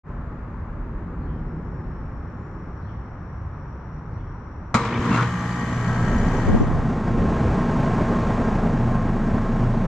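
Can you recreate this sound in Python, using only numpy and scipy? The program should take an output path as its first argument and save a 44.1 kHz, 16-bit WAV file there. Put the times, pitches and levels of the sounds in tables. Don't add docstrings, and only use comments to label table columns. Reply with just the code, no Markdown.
import sys
import numpy as np
from scipy import signal
from scipy.fft import rfft, irfft, next_fast_len
from scipy.io import wavfile
from scipy.ndimage import uniform_filter1d

SR = 44100
rng = np.random.default_rng(int(sys.argv[2]) if len(sys.argv) > 2 else 0)


def to_wav(s):
    ch = np.atleast_2d(s).T
    pcm = np.round(np.clip(ch, -1, 1) * 32767)
    wavfile.write(sys.argv[1], SR, pcm.astype(np.int16))


N = 435266
T = np.arange(N) / SR
ON_S, SHAFT_HZ = 4.7425, 59.58
# frequency_hz, side_gain_db
UNIT_WIDTH = [(60, -31), (200, -53.5), (380, -32), (700, -27), (1290, -17), (2380, -6.5), (4400, -2),
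              (15000, 0.5)]
YARD_WIDTH = [(25, -20.5), (60, -25.5), (130, -35), (220, -27.5), (380, -20), (700, -10.5), (1290, -9),
              (2380, -4), (4400, -1), (15000, 3.5)]


# frequency_hz, gain_db
ROAR_SPECTRUM = [(15, -6), (28, -6), (45, -4), (70, 4), (110, 7), (165, 7.5), (205, 6.5), (245, 7.5),
                 (300, -13.5), (450, -25)]
RUSH_SPECTRUM = [(200, -6.5), (290, -1.5), (400, -1.5), (520, -6), (700, -5.5), (950, -8.5), (1250, -14),
                 (1650, -18), (2100, -25), (3500, -39.5), (7000, -45)]
# blade_rate_multiple, level_db
BLADE_HARMONICS = [(2, -43), (6, -37.5), (7, -41), (8, -31), (10, -44)]
# time_s, level_db
BLADE_THROB = [(5.7, -39), (6.2, -21), (7.0, -31.5), (7.8, -29), (8.2, -30.5), (8.6, -27), (9.8, -25)]

def fan(blade_hz=27.8, spin_up_s=0.78, chop=0.22):
    speed = np.tanh(np.maximum(T - ON_S, 0) / spin_up_s)
    passes = np.cumsum(blade_hz * speed) / SR
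    swing_db = np.minimum(flow_swing_db(), 1.5)
    eddies = (1 + chop * np.cos(2 * np.pi * passes)) * undb(walk(30))
    roar = noise(ROAR_SPECTRUM, UNIT_WIDTH, eddies) * undb(-22.5 + 0.26 * swing_db) * speed ** 4
    rush = noise(RUSH_SPECTRUM, UNIT_WIDTH, eddies) * undb(-27.5 + 0.89 * swing_db) * speed ** 7.4
    overtones = sum(tone(k * passes, 0.05) * undb(db + 1.4 * walk(6.1)) for k, db in BLADE_HARMONICS)
    throb = tone(passes, 0.05) * undb(np.interp(T, *np.transpose(BLADE_THROB)))
    return roar + rush + (throb + overtones) * speed ** 6


LOAD_STAGES = [5.62, 5.95, 6.5, 7.3]
# shaft_multiple, unloaded_db, loading_db, nearly_loaded_db, loaded_db
SHAFT_HARMONICS = [(3, -33.5, -33.5, -37, -40), (4, -39, -38, -45, -42), (5, -44, -50, -47, -51),
                   (6, -49, -51, -53, -53), (8, -46, -50, -48, -48), (11, -49, -45.5, -52, -44),
                   (12, -53, -46, -46, -58), (14, -44, -46.5, -48, -50), (15, -56, -47, -52, -52),
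                   (16, -48, -50, -52, -61), (17, -62, -60, -55, -51), (18, -48.5, -53, -43, -40.5),
                   (19, -47, -48, -48, -53), (20, -44, -60, -50, -50), (21, -49, -49, -52, -60),
                   (22, -49, -39.5, -49, -51), (23, -64, -52, -56, -54), (26, -53, -44.5, -53, -51),
                   (27, -54, -44, -52, -53), (28, -55, -53, -60, -54), (29, -58, -51, -60, -70),
                   (31, -48.5, -53, -52, -55), (32, -44, -47, -47, -56), (33, -51, -58, -58, -66),
                   (35, -56, -59, -62, -72), (38, -59, -55, -64, -69), (39, -57, -61, -63, -64),
                   (57, -64, -63, -66, -71)]
# frequency_hz, gain_db
UNLOADED_HISS = [(500, -5), (870, -8), (1000, 2), (1200, -1), (1500, -3), (2300, -8.5), (2650, -19),
                 (4000, -21), (5400, -23.5), (7600, -27.5), (8500, -35.5), (12500, -43), (15000, -60)]
LOADED_HISS = [(1000, -3.5), (1600, 2), (2300, -0.5), (2800, -4.5), (4200, -11), (5400, -14), (6400, -12.5),
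               (7700, -18), (8700, -26.5), (10000, -30), (11000, -47.5), (15000, -54.5)]
# centre_hz, width_hz, boost_db
SHELL_MODES = [(1860, 140, 3), (3020, 380, 7), (3300, 80, 2), (4570, 220, -3), (6200, 100, 3),
               (6350, 120, 11.5), (7230, 280, 9.5)]

def compressor(turns, drift_db=1.2, tremble_db=1.8):
    swing_db, load = flow_swing_db(), ramp(6.3, 0.64)
    buzz = np.zeros((2, N))
    for k, *stage_db in SHAFT_HARMONICS:
        harmonic = tone(k * turns, min((k / 45) ** 2, 0.8))
        level_db = np.interp(T, LOAD_STAGES, stage_db) + drift_db * walk(5.5) + tremble_db * walk(45)
        buzz += harmonic * undb(level_db)
    unloaded = gas_noise(turns, resonant(UNLOADED_HISS, SHELL_MODES), periodic_share=0.12, pulsing=0.16)
    loaded = gas_noise(turns, LOADED_HISS, periodic_share=0.083, pulsing=0.06)
    hiss = np.sqrt(1 - load) * undb(-40) * unloaded + np.sqrt(load) * undb(-46) * loaded
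    flutter_db = 1.1 * walk(70)
    buzz *= undb(0.88 * load * swing_db + flutter_db)
    return buzz * ramp(4.55, 0.62) + hiss * undb(swing_db) * ramp(4.93, 0.1)


def shaft_turns(run_up_s=0.045, sag_hz=0.4, sag_s=2.6):
    return np.cumsum((SHAFT_HZ - sag_hz * settle(ON_S, sag_s)) * settle(ON_S, run_up_s)) / SR


def gas_noise(turns, spectrum, periodic_share, pulsing):
    size = int(SR / SHAFT_HZ)
    cycles = [np.interp(turns % 1, np.arange(size) / size, rng.standard_normal(size)) for _ in range(2)]
    mid, side = (unit(colour(cycle, spectrum)) for cycle in cycles)
    periodic = unit(stereo(mid, colour(side, UNIT_WIDTH)))
    turbulent = noise(spectrum, UNIT_WIDTH, 1 + pulsing * np.cos(2 * np.pi * turns))
    return np.sqrt(periodic_share) * periodic + np.sqrt(1 - periodic_share) * turbulent


# time_s, relative_db
FLOW_CONTOUR = [(5.35, -46.5), (5.62, -46.5), (6.45, -47.5), (6.69, -53.5), (7.15, -53.5), (7.31, -49.5),
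                (8.21, -48.5), (9.09, -54.5), (9.38, -53), (9.8, -54)]

def flow_swing_db():
    db = np.interp(T, *np.transpose(FLOW_CONTOUR))
    return db - np.mean(db[T > LOAD_STAGES[-1]])


# centre_s, length_s, rise_db
MAINS_SWELLS = [(5.12, 0.62, 9), (5.95, 0.4, 10.5), (8.87, 0.22, 11.5), (9.63, 0.34, 10.5)]

def mains_hum(pitch_hz=120, level_db=-35):
    hum = tone(pitch_hz * T, 0.03) * undb(1.3 * walk(19))
    return hum * undb(level_db + swells(MAINS_SWELLS)) * ramp(ON_S, 0.018)


# start_s, relative_db
CABINET_BLOWS = [(4.7422, -7.5), (4.7458, -11.5), (4.7535, -20), (4.758, -17), (4.849, -24), (5.051, -25.5),
                 (5.104, -27), (5.128, -23), (5.139, -27), (5.145, -20.5), (5.159, -24), (5.1729, -20.5),
                 (5.207, -24.5), (5.223, -26)]
# pitch_hz, t60_s, gain_db
CABINET_MODES = [(132, 0.15, -15), (180, 0.088, -17), (241, 0.12, -8), (465, 0.6, -19), (817, 0.11, -17),
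                 (960, 0.2, -14), (1140, 0.16, -7.5), (1285, 0.2, -8), (1370, 0.12, -11), (1610, 0.1, -13),
                 (2090, 0.15, -16), (2260, 0.18, -16), (2470, 0.15, -17), (3980, 0.3, -23),
                 (6680, 0.1, -23)]
# frequency_hz, gain_db
CRACK_SPECTRUM = [(59, -34), (100, -6.5), (241, -4.5), (367, -15), (733, -14), (1220, -5), (1480, -21),
                  (2300, -17.5), (2750, -28), (4000, -30.5), (7350, -33), (15000, -76)]

def clank(ring_db=-5, crack_db=-6, crack_t60_s=0.074, wall_db=-15, wall_t60_s=0.8):
    t = T[:SR // 2]
    ring, crack_power = np.zeros((2, N)), np.zeros(N)
    contact = 1 - np.exp(-(t / 0.0006) ** 2)
    crack_decay = decay(t, crack_t60_s) + undb(wall_db) * decay(t, wall_t60_s)
    for start, db in CABINET_BLOWS:
        span = slice(int(start * SR), int(start * SR) + len(t))
        blow = contact * undb(db)
        crack_power[span] += (blow * crack_decay) ** 2
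        for hz, t60, mode_db in CABINET_MODES:
            detune, sign = 1 + 0.005 * rng.standard_normal(), rng.choice([-1, 1])
            lag = np.array([[1], [-1]]) * min(hz / 3500, 0.8)
            mode = np.sin(2 * np.pi * hz * detune * t + lag) * decay(t, t60)
            ring[:, span] += sign * blow * undb(mode_db) * mode
    crack = np.sqrt(crack_power) * noise(CRACK_SPECTRUM, UNIT_WIDTH)
    return undb(ring_db) * ring + undb(crack_db) * crack


# centre_s, length_s, boom_rise_db, rattle_rise_db
MOUNT_LURCHES = [(4.965, 0.13, 2.5, -2.5), (5.124, 0.13, 5.5, 2.5)]
# shaft_multiple, first_lurch_db, second_lurch_db
SHELL_THUMPS = [(2, -28, -31.5), (3, -51, -23), (4, -26.5, -25), (5, -39, -29.5), (6, -36, -43)]
# frequency_hz, gain_db
BOOM_SPECTRUM = [(60, -20), (105, 3.5), (165, -1), (205, 0), (245, -0.5), (310, -8.5), (400, -5.5),
                 (480, -3.5), (700, -40)]
RATTLE_SPECTRUM = [(350, -22), (600, -5), (829, -7), (948, 1.5), (1040, 2), (1440, -5.5), (1670, -7),
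                   (2280, -10.5), (2900, -18.5), (3320, -18), (4230, -25.5), (6420, -32), (15000, -80)]

def shudder(turns, boom_db=-32, rattle_db=-33, panel_lag_s=0.041):
    boom_rise_db = swells([(s, length, db) for s, length, db, _ in MOUNT_LURCHES])
    rattle_rise_db = swells([(s + panel_lag_s, length, db) for s, length, _, db in MOUNT_LURCHES])
    first, second = (swells([(s, length, 1)]) for s, length, *_ in MOUNT_LURCHES)
    rocking = turns + 0.01 * walk(30)
    thumps = sum(tone(k * rocking, 0.017) * (undb(first_db) * first + undb(second_db) * second)
                 for k, first_db, second_db in SHELL_THUMPS)
    slaps = 0.5 + strokes(turns, decay_turns=0.3, scatter_db=0)
    boom = noise(BOOM_SPECTRUM, UNIT_WIDTH) * undb(boom_db + boom_rise_db)
    rattle = noise(RATTLE_SPECTRUM, UNIT_WIDTH, slaps) * undb(rattle_db + rattle_rise_db)
    judder = undb(-0.35 * walk(60))
    return (boom + thumps + rattle) * judder * ramp(ON_S, 0.044) * (1 - ramp(5.24, 0.087))


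# start_s, pitch_hz, level_db
MOUNT_BUMPS = [(4.749, 230, -12), (4.997, 115, -14.5), (5.111, 185, -13), (5.126, 170, -15),
               (5.203, 135, -20), (5.218, 135, -19)]

def thuds(rise_s=0.0053):
    out, t = np.zeros(N), T[:SR // 8]
    envelope = t / rise_s * np.exp(1 - t / rise_s)
    for start, hz, db in MOUNT_BUMPS:
        i = int(start * SR)
        out[i:i + len(t)] += undb(db) * envelope * np.sin(2 * np.pi * (hz * t + rng.random()))
    return out


# pitch_hz, peak_s, length_s, level_db
PANEL_MODES = [(1057, 5.165, 0.08, -32), (1190, 5.22, 0.061, -38), (1308, 5.185, 0.09, -32),
               (1390, 5.185, 0.076, -30.5), (1485, 5.22, 0.073, -34), (2720, 5.14, 0.051, -40.5)]

def panels(waver_hz=7, shake_db=3.5):
    rings = sum(wavering_tone(hz, waver_hz, 60, 0.15) * swells([(peak, length, undb(db))])
                for hz, peak, length, db in PANEL_MODES)
    return rings * undb(shake_db * walk(90))


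# pitch_hz, level_db, scatter_db
PING_MODES = [(4660, -63, 5), (6070, -63, 11), (7330, -67, 14)]

def pings(turns, pitch_drop=0.038):
    sag = 1 - pitch_drop * ramp(5.3, 0.75)
    rings = sum(wavering_tone(hz * sag, 55, 200, 0.56) * undb(db) * strokes(turns, 0.16, scatter_db)
                for hz, db, scatter_db in PING_MODES)
    return rings * ramp(5.16, 0.37) * (1 - ramp(6.1, 0.93))


# start_s, length_s, start_hz, end_hz, level_db
SQUEAK_GLIDES = [(4.923, 0.016, 2250, 2450, -39), (4.937, 0.011, 2850, 3150, -41),
                 (4.944, 0.012, 3400, 3650, -45), (4.948, 0.026, 2310, 2270, -37)]

def squeak():
    return glides(SQUEAK_GLIDES, rasp_hz=50)


# centre_s, length_s, flutter_db, thump_db, side_gain_db
FAN_GUSTS = [(6.155, 0.24, -38, -25, -28), (6.357, 0.015, -26, -38, -28), (6.383, 0.032, -27, -29.5, -36),
             (6.497, 0.049, -24.5, -20.5, 1.5), (6.553, 0.024, -18.5, -23, 2),
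             (6.618, 0.023, -18.5, -30, 0), (6.75, 0.38, -43, -31.5, 9), (7.225, 0.17, -25, -23.5, 20),
             (7.315, 0.05, -41, -36, -1), (7.48, 0.11, -26.5, -22.5, 21), (7.711, 0.015, -29, -40, -15.5),
             (7.97, 0.023, -27, -32, -11), (8.115, 0.036, -22.5, -32, -10), (8.405, 0.029, -22.5, -40, -12)]
# frequency_hz, gain_db
FLUTTER_SPECTRUM = [(90, 2), (130, 2), (250, -0.5), (500, -6.5), (800, -33.5), (1500, -49)]
THUMP_SPECTRUM = [(20, -4), (45, 1), (90, 1), (140, -24)]

def draught():
    centre, length, flutter_db, thump_db, side_db = np.transpose(FAN_GUSTS)
    out = np.zeros((2, N))
    for spectrum, db in (FLUTTER_SPECTRUM, flutter_db), (THUMP_SPECTRUM, thump_db):
        mid, side = (unit(colour(rng.standard_normal(N), spectrum)) for _ in range(2))
        mid *= swells(zip(centre, length, undb(db)))
        side *= swells(zip(centre, length, undb(db + side_db)))
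        out += stereo(mid, side)
    return out


# frequency_hz, gain_db
DRONE_SPECTRUM = [(18, -18), (28, -6), (35, 0), (45, -3.5), (60, -7.5)]
BASS_SPECTRUM = [(48, 0), (70, 3), (105, 1), (150, -7.5), (220, -28.5)]
RUMBLE_SPECTRUM = [(100, -10.5), (155, 3), (200, -5), (240, -6.5), (300, -8.5), (400, -11), (520, -19.5),
                   (680, -40.5)]
WASH_SPECTRUM = [(310, -31.5), (520, -3.5), (642, -6.5), (966, -3), (1200, -3.5), (1510, -9), (1770, -12.5),
                 (2250, -21.5), (3200, -36.5), (4800, -44), (6360, -46.5), (7800, -51), (8600, -68.5),
                 (15000, -77.5)]
# pitch_hz, level_db
DRONE_TONES = [(236, -47), (296, -57.5), (580, -61)]
# centre_s, length_s, bass_rise_db, rumble_rise_db
TRAFFIC_SWELLS = [(0.202, 0.31, -2, 1.5), (0.646, 0.2, 0.5, 0), (1.344, 0.9, 2, 6.5), (2.503, 0.52, 0.5, 3),
                  (3.456, 0.14, 6.5, -5), (4.156, 0.21, 6, 1.5)]

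def traffic(recede_db=10.5, fade_db_per_s=0.33):
    hum = sum(wavering_tone(hz, 2, 8, 0.1) * undb(db + 2 * walk(3.5)) for hz, db in DRONE_TONES)
    drone = (noise(DRONE_SPECTRUM, YARD_WIDTH) * undb(-34) + hum) * undb(-recede_db * ramp(2.12, 0.47))
    centre, length, bass_rise_db, rumble_rise_db = np.transpose(TRAFFIC_SWELLS)
    bass = noise(BASS_SPECTRUM, YARD_WIDTH) * undb(-36 + swells(zip(centre, length, bass_rise_db)))
    rumble = noise(RUMBLE_SPECTRUM, YARD_WIDTH) * undb(-40 + swells(zip(centre, length, rumble_rise_db)))
    wash = noise(WASH_SPECTRUM, YARD_WIDTH) * undb(-44 - fade_db_per_s * T)
    return (drone + bass + rumble + wash) * ramp(0.034, 0.06)


def insect(start_s=1.17, final_hz=5635, rise_hz=219, wing_hz=42, level_db=-73.5):
    hz = final_hz - rise_hz * (1 - settle(start_s, 0.92))
    wing = 2 * np.pi * np.cumsum(wing_hz * (1 + 0.01 * walk(6))) / SR
    scrapes = 1 + 0.16 * np.cos(wing) + 0.29 * np.cos(2 * wing) + 0.25 * np.cos(4 * wing)
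    clear = wavering_tone(hz, 45, 750, 0.68)
    rasp = wavering_tone(hz - 85, 115, 750, 0.68) * undb(-1)
    flutter = undb(1.2 * (walk(160) + walk(25)))
    return unit(scrapes * (clear + rasp) * flutter) * undb(level_db) * settle(start_s, 0.33)


# start_s, level_db
CALLS = [(1.187, -74), (2.785, -73), (4.09, -76)]
# delay_s, length_s, start_hz, end_hz, gain_db
NOTES = [(0, 0.075, 4680, 3950, 0), (0.066, 0.064, 3360, 3010, 8.5)]
# start_s, length_s, start_hz, end_hz, level_db
THIN_WHISTLES = [(0.92, 0.09, 6230, 6260, -85), (1.57, 0.17, 6350, 6300, -83),
                 (2.28, 0.061, 6450, 6500, -85), (2.36, .08, 6800, 7000, -79), (2.44, .1, 7200, 6900, -81),
                 (3.89, 0.06, 6380, 6340, -82), (4.62, 0.05, 6200, 6200, -80)]

def birds(echo_t60_s=0.7):
    calls = [(start + delay, length, start_hz, end_hz, db + note_db)
             for start, db in CALLS for delay, length, start_hz, end_hz, note_db in NOTES]
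    song = glides(calls, rasp_hz=240) + glides(THIN_WHISTLES, rasp_hz=80)
    t = T[:SR // 2]
    echoes = rng.standard_normal((2, len(t))) * decay(t, echo_t60_s)
    return np.array([signal.fftconvolve(song, echo / np.linalg.norm(echo))[:N] for echo in echoes])


# pitch_hz, level_db
WHINE_TONES = [(8900, -111), (11120, -106)]

def whines(waver_hz=28):
    return sum(wavering_tone(hz, waver_hz, 200, 0.4) * undb(db) for hz, db in WHINE_TONES) * ramp(0.035, 0.06)


def undb(db):
    return 10 ** (np.asarray(db) / 20)


def unit(x):
    return x / np.sqrt(np.mean(x ** 2))


def stereo(mid, side):
    return np.array([mid + side, mid - side])


def ramp(start_s, length_s):
    return np.clip((T - start_s) / length_s, 0, 1)


def settle(start_s, time_constant_s):
    return 1 - np.exp(-np.maximum(T - start_s, 0) / time_constant_s)


def decay(t, t60_s):
    return np.exp(-np.log(1000) * t / t60_s)


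def swells(rows):
    out = np.zeros(N)
    for centre, length, height in rows:
        near = slice(*np.searchsorted(T, [centre - 2 * length, centre + 2 * length]))
        out[near] += height * np.exp(-np.log(2) * (2 * (T[near] - centre) / length) ** 2)
    return out


def strokes(turns, decay_turns, scatter_db):
    age = (turns % 1) / decay_turns
    strength = undb(scatter_db * np.clip(rng.standard_normal(N // 100), -2, 2))
    return unit(age * np.exp(-age) * strength[turns.astype(int)])


def walk(rate_hz):
    hold = max(int(SR / rate_hz), 1)
    steps = np.repeat(rng.standard_normal(N // hold + 1), hold)[:N]
    return unit(uniform_filter1d(steps, hold))


def tone(cycles, spread_rad):
    angle = (2 * np.pi * ((cycles + rng.random()) % 1)).astype(np.float32)
    lag = np.float32(spread_rad * rng.choice([-1, 1]))
    return np.sqrt(2) * np.array([np.sin(angle + lag), np.sin(angle - lag)])


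def wavering_tone(pitch_hz, waver_hz, rate_hz, spread_rad):
    return tone(np.cumsum(pitch_hz + waver_hz * walk(rate_hz)) / SR, spread_rad)


def glides(notes, rasp_hz):
    out, rasp = np.zeros(N), rasp_hz * walk(700)
    for start, length, start_hz, end_hz, db in notes:
        n, i = int(length * SR), int(start * SR)
        hz = np.linspace(start_hz, end_hz, n) + rasp[i:i + n]
        out[i:i + n] += undb(db) * np.sqrt(np.hanning(n)) * 2 * np.sin(2 * np.pi * np.cumsum(hz) / SR)
    return out


def gain_at(hz, spectrum):
    knots_hz, db = np.transpose(spectrum)
    skirts = np.minimum(hz / knots_hz[0], 1) ** 2 * (knots_hz[-1] / np.maximum(hz, knots_hz[-1])) ** 4
    return undb(np.interp(np.log(hz + 1e-9), np.log(knots_hz), db)) * skirts


def resonant(spectrum, modes):
    hz = np.geomspace(spectrum[0][0], spectrum[-1][0], 400)
    boost_db = sum(db / (1 + (2 * (hz - centre) / width) ** 2) for centre, width, db in modes)
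    return np.transpose([hz, 20 * np.log10(gain_at(hz, spectrum)) + boost_db])


def colour(x, spectrum):
    size = next_fast_len(N + 4096, True)
    return irfft(rfft(x, size) * gain_at(np.fft.rfftfreq(size, 1 / SR), spectrum), size)[:N]


def noise(spectrum, width, envelope=1):
    mid, side = (unit(colour(envelope * rng.standard_normal(N), spectrum)) for _ in range(2))
    return unit(stereo(mid, colour(side, width)))


def scene():
    turns = shaft_turns()
    yard = traffic() + insect() + birds() + whines()
    start_up = clank() + squeak() + shudder(turns) + thuds() + panels()
    return yard + start_up + compressor(turns) + pings(turns) + mains_hum() + fan() + draught()


def wind_guard(side, threshold_db=-33, hold_s=0.17, fold_s=0.15):
    bass = signal.sosfilt(signal.butter(2, 250, fs=SR, output="sos"), side)
    windy = uniform_filter1d(bass ** 2, SR // 25) > undb(threshold_db) ** 2
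    since_s = np.cumsum(np.maximum.accumulate(windy)) / SR
    return side * np.exp(-np.maximum(since_s - hold_s, 0) / fold_s)


def record(dry, cutoff_hz=15300):
    mid, side = (dry[0] + dry[1]) / 2, (dry[0] - dry[1]) / 2
    left_bias = colour(mid, [(380, -41), (900, -17), (2400, -15.5), (5500, -14), (8000, -26.5)])
    ears = stereo(mid, wind_guard(side + left_bias)) * (1 - ramp(T[-1] - 0.015, 0.015))
    return signal.sosfilt(signal.ellip(8, 0.2, 70, cutoff_hz, fs=SR, output="sos"), ears)


dry = scene()
out = record(dry)
to_wav(out)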